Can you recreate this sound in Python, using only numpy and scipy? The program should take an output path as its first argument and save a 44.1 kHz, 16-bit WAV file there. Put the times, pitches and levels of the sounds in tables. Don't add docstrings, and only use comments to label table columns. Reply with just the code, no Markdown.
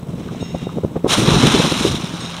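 import sys
import numpy as np
from scipy import signal
from scipy.fft import rfft, irfft
from scipy.io import wavfile

SR = 44100
rng = np.random.default_rng(int(sys.argv[2]) if len(sys.argv) > 2 else 0)


def file_out(sig):
    cols = np.atleast_2d(sig).T
    lim = np.clip(cols, -1, 1)
    pcm = np.round(lim * 32767).astype(np.int16)
    wavfile.write(sys.argv[1], SR, pcm)


N = 105840
TIME, FREQ = np.arange(N) / SR, np.fft.rfftfreq(N, 1 / SR)


def amp(db):
    return 10 ** (np.asarray(db) / 20)


def evened(x):
    return x / np.sqrt(np.mean(x ** 2) + 1e-20)


def curve(rows, column=1, before=None):
    rows = np.array(rows)
    return np.interp(TIME, rows[:, 0], rows[:, column], left=before)


def level(rows):
    return amp(curve(rows, before=-np.inf))


def shape(tone):
    hz, db = np.transpose(tone)
    return amp(np.interp(np.log(FREQ + 1), np.log(hz), db))


def coloured(x, tone):
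    return evened(irfft(rfft(x) * shape(tone), N))


def wander(hz):
    return evened(irfft(rfft(rng.standard_normal(N)) * np.exp(-(FREQ / hz) ** 2), N))


def clicks(per_s, spread_db):
    size = amp(spread_db * np.minimum(rng.exponential(1, N), 4))
    return size * rng.choice([-1, 1], N) * (rng.random(N) < per_s / SR)


def add(mix, start_s, sound):
    part = mix[max(round(start_s * SR), 0):][:len(sound)]
    part += sound[:len(part)]


# frequency_hz, gain_db
SEA_TONE = [(20, -12), (160, 3), (650, -7), (1000, -10.5), (4000, -38.5), (8000, -46)]
def sea(level_db=-39.5):
    return amp(level_db) * coloured(rng.standard_normal(N), SEA_TONE)


# pitch_hz, level_db
ENGINE_NOTES = [(86.1, -44.5), (172.4, -34)]
def engine():
    hum = np.zeros(N)
    for hz, db in ENGINE_NOTES:
        volume = amp(db + 0.34 * wander(21))
        pitch_hz = hz * (1 + 0.015 * wander(13))
        hum += volume * np.sin(2 * np.pi * np.cumsum(pitch_hz) / SR)
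    return np.sqrt(2) * hum


# time_s, level_db
BREEZE_LEVELS = [(0, -28), (.72, -27.5), (1.0, -28), (1.15, -22), (1.35, -13.5), (1.9, -26), (2.08, -24.5),
                 (2.24, -33.5)]
# frequency_hz, gain_db
BREEZE_TONE = [(20, -20), (80, -8.5), (140, 3.5), (230, 0.5), (350, -6), (1200, -31), (4000, -46)]
def breeze():
    lumps = amp(5.9 * np.minimum(wander(64), 1))
    return level(BREEZE_LEVELS) * coloured(rng.standard_normal(N) * lumps, BREEZE_TONE)


# peak_s, half_length_s, level_db, upper_edge_hz
WIND_THUMPS = [(0.349, 0.0026, -25, 560), (0.428, 0.0029, -15.5, 490), (0.55, 0.0041, -15.5, 534),
               (0.671, 0.0024, -14.5, 505), (0.776, 0.0084, -18, 420), (0.785, 0.0016, -12.5, 500),
               (0.838, 0.0024, -14, 450), (0.849, 0.0023, -7, 450), (0.966, 0.0062, -14, 595),
               (1.046, 0.0017, -4, 450), (1.064, 0.0099, -13, 640), (1.188, 0.0079, -13, 288),
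               (1.219, 0.022, -16.5, 414), (1.289, 0.0022, -6.5, 450), (1.303, 0.062, -19.5, 410),
               (1.346, 0.03, -11.5, 297), (1.435, 0.0086, -9.5, 360), (1.456, 0.0051, -8, 390),
               (1.479, 0.016, -13.5, 325), (1.55, 0.0073, -6, 344), (1.576, 0.029, -17.5, 437),
               (1.601, 0.0048, -7, 545), (1.649, 0.0033, -11.5, 450), (1.722, 0.0042, -11, 373),
               (1.812, 0.01, -14.5, 230), (1.852, 0.0016, -6, 590), (1.861, 0.018, -14.5, 400),
               (1.924, 0.027, -21, 118), (1.944, 0.0058, -14.5, 274), (2.14, 0.0025, -20, 450)]
def wind_thumps(size=4096, dip_s=0.0034):
    out = np.zeros(N)
    t, hz = (np.arange(size) - size / 2) / SR, np.fft.rfftfreq(size, 1 / SR)
    bass_shape = hz / np.hypot(hz, 187) ** 1.28 * hz / np.hypot(hz, 68)
    dip = evened(1. * (t == 0))
    for peak_s, half_s, db, edge_hz in WIND_THUMPS:
        swell = np.exp(-(t / half_s) ** 2 / 2)
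        pressure = evened(rng.standard_normal(size) * swell) - dip_s / half_s * dip
        treble_cut = 1 / np.hypot(1, (hz / edge_hz) ** 3.7)
        faint_treble = amp(-33.5) / (1 + (hz / edge_hz / 2) ** 2)
        thump = evened(irfft(rfft(pressure) * bass_shape * (treble_cut + faint_treble)))
        add(out, peak_s + t[0], amp(db) * thump * np.sqrt(np.mean(swell ** 2)))
    return out


# start_s, level_db, focus_hz, share_of_ring_time
KNOCKS = [(0.404, -37.5, 3750, 0.15), (0.409, -45, 7200, 1), (.425, -46, 2750, 1), (.436, -45, 5350, .9),
          (.55, -48, 3750, .4), (.638, -45.5, 3400, 0.55), (2.201, -37.5, 4250, 0.83),
          (2.204, -37.5, 8600, 1)]
# pitch_hz, gain_db, ring_s (time to fade by 60 dB)
METAL_NOTES = [(2019, 1, .6), (2780, -0.5, 1), (3738, -2.5, 1), (5388, -0.5, 0.55), (6555, 0.5, 0.52),
               (8345, -2.5, 0.27), (9990, -8, .17)]
def fitting(attack_s=0.004, flutter_db=3, focus_db=32):
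    out = np.zeros(N)
    for hz, note_db, ring_s in METAL_NOTES:
        flutter = flutter_db * wander(26)
        power = np.zeros(N)
        for start_s, db, focus_hz, share in KNOCKS:
            age = TIME - start_s
            wobble_db = flutter * np.clip(10 * age, 0, 1)
            off_focus_db = focus_db * np.log2(hz / focus_hz) ** 2
            fade_db = 60 * abs(age) / (ring_s * share)
            power += amp(db + wobble_db - off_focus_db - fade_db) ** 2 * np.clip(age / attack_s, 0, 1)
        out += np.sqrt(power) * amp(note_db) * np.sin(2 * np.pi * hz * TIME)
    return out


# time_s, level_db
RUSTLE_LEVELS = [(.1, -55), (.24, -46.5), (.5, -46), (.69, -46), (.8, -53.5)]
# frequency_hz, gain_db
RUSTLE_TONE = [(200, -22), (2000, 5), (4000, -6), (8000, -11.5), (16000, -52)]
def rustle():
    volume = amp(curve(RUSTLE_LEVELS) + 2 * wander(26))
    return volume * coloured(clicks(2500, spread_db=0.5), RUSTLE_TONE)


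# start_s, level_db, pitch_hz
TRAP_CLACKS = [(0.286, -35, 1270), (0.359, -43, 6000), (0.585, -39, 8400), (0.692, -33, 1040)]
def clacks(fade_cycles=13, width_octaves=0.45):
    out = np.zeros(N)
    for start_s, db, hz in TRAP_CLACKS:
        band = np.exp(-(np.log2((FREQ + 1) / hz) / width_octaves) ** 2)
        ring = evened(irfft(rfft(rng.standard_normal(N)) * band, N))
        out += amp(db) * (TIME >= start_s) * np.exp(-abs(TIME - start_s) * hz / fade_cycles) * ring
    return out


def bubbles(sizes=36, per_s=1100, low_hz=450, high_hz=5440, fade_cycles=7.3, rise=0.047):
    out = np.zeros(N)
    for hz in np.geomspace(low_hz, high_hz, sizes) * rng.uniform(1, 1.04, sizes):
        fade_s = fade_cycles / hz
        t = np.arange(0, 5 * fade_s, 1 / SR)
        ring = np.exp(-t / fade_s) * np.sin(2 * np.pi * hz * t * (1 + rise * t / fade_s / 2))
        out += evened(signal.oaconvolve(clicks(per_s / sizes, spread_db=4), ring)[:N])
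    return evened(out)


# time_s, level_db, brightness_db_per_octave
CHURNING = [(1.08, -39, 6), (1.15, -20, -3), (1.19, -30.5, 3.5), (1.255, -23.5, 0), (1.3, -20.5, -0.5),
            (1.585, -19.5, 0), (1.68, -23.5, 0.5), (1.87, -24.5, 1.55), (1.99, -33, -0.1),
            (2.19, -34.5, -0.4), (2.4, -35, -1.5)]
# frequency_hz, gain_db
SPRAY_TONE = [(100, -51), (350, -5), (1050, 3), (3900, -5.5), (9000, -14), (14500, -17), (16000, -38)]
def churn():
    hiss = rng.standard_normal(N)
    drops = evened(clicks(2500, spread_db=3))
    spray = amp(-3) * (hiss + drops)
    uneven_spray = np.std(spray) * coloured(spray * amp(1.25 * wander(50)), SPRAY_TONE)
    water = uneven_spray + amp(-6.5) * bubbles()
    hz, t, slices = signal.stft(water, SR, nperseg=256)
    octaves = np.log2(np.maximum(hz, 500) / 2500)[:, None]
    tilt_db = np.interp(t, TIME, curve(CHURNING, column=2)) * octaves
    return level(CHURNING) * signal.istft(slices * amp(tilt_db), SR, nperseg=256)[1][:N]


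# start_s, level_db, fade_s
WATER_LUMPS = [(1.134, -20, 0.0041), (1.468, -14, 0.0073), (1.923, -34, 0.0011), (1.95, -26.5, 0.019),
               (2.043, -27, 0.0039), (2.303, -30, .003)]
# frequency_hz, gain_db
SPLASH_TONE = [(100, -10), (400, -1.5), (1050, 2.5), (3800, -2.5), (9000, -9), (14500, -11.5), (16000, -21)]
def falling_water(ticks_per_s=110, tick_s=0.0005):
    smacks = sum(amp(db) * (TIME >= start_s) * np.exp(-abs(TIME - start_s) / fade_s)
                 for start_s, db, fade_s in WATER_LUMPS)
    landings = abs(clicks(ticks_per_s, spread_db=2.4))
    ticks = evened(signal.lfilter([1], [1, -np.exp(-1 / (tick_s * SR))], landings))
    ticks *= amp(-19) * level(CHURNING) ** 0.77
    return np.hypot(smacks, ticks) * coloured(rng.standard_normal(N), SPLASH_TONE)


# time_s, level_db
SLAP_LEVELS = [(1.068, -52), (1.078, -36.5), (1.097, -20.5), (1.116, -17), (1.139, -13), (1.155, -24.5),
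               (1.2, -21), (1.4, -73)]
def trap_slap():
    return level(SLAP_LEVELS) * coloured(clicks(9000, spread_db=2.5), SPLASH_TONE)


def scene():
    background = breeze() + wind_thumps() + engine() + sea()
    return (background + rustle() + trap_slap() + churn() + falling_water() + fitting() + clacks())[None]


# frequency_hz, gain_db
MIC_TONE = [(720, -1), (1030, 1.5), (1350, 0), (1800, -4.5), (3300, 5), (3950, 8.5), (4300, 1), (4650, -4),
            (5400, 4.5), (7400, 1), (9000, 2.5), (12000, -11), (16000, -14)]
def record(dry, notch_hz=7795, notch_width_hz=60, whine_hz=7870, top_hz=15720):
    notch = amp(-21 / (1 + ((FREQ - notch_hz) / notch_width_hz) ** 2))
    hiss = amp(-57.5) * rng.standard_normal(N)
    whine = amp(-67) * np.sqrt(2) * np.sin(2 * np.pi * whine_hz * TIME)
    heard = irfft(rfft(dry) * shape(MIC_TONE) * notch, N) + hiss + whine
    heard = heard / (1 + heard ** 6) ** (1 / 6)
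    treble_cut = signal.firwin(511, top_hz, window=("kaiser", 9), fs=SR)
    return signal.oaconvolve(heard, treble_cut[None], "same")


dry = scene()
out = record(dry)
file_out(out)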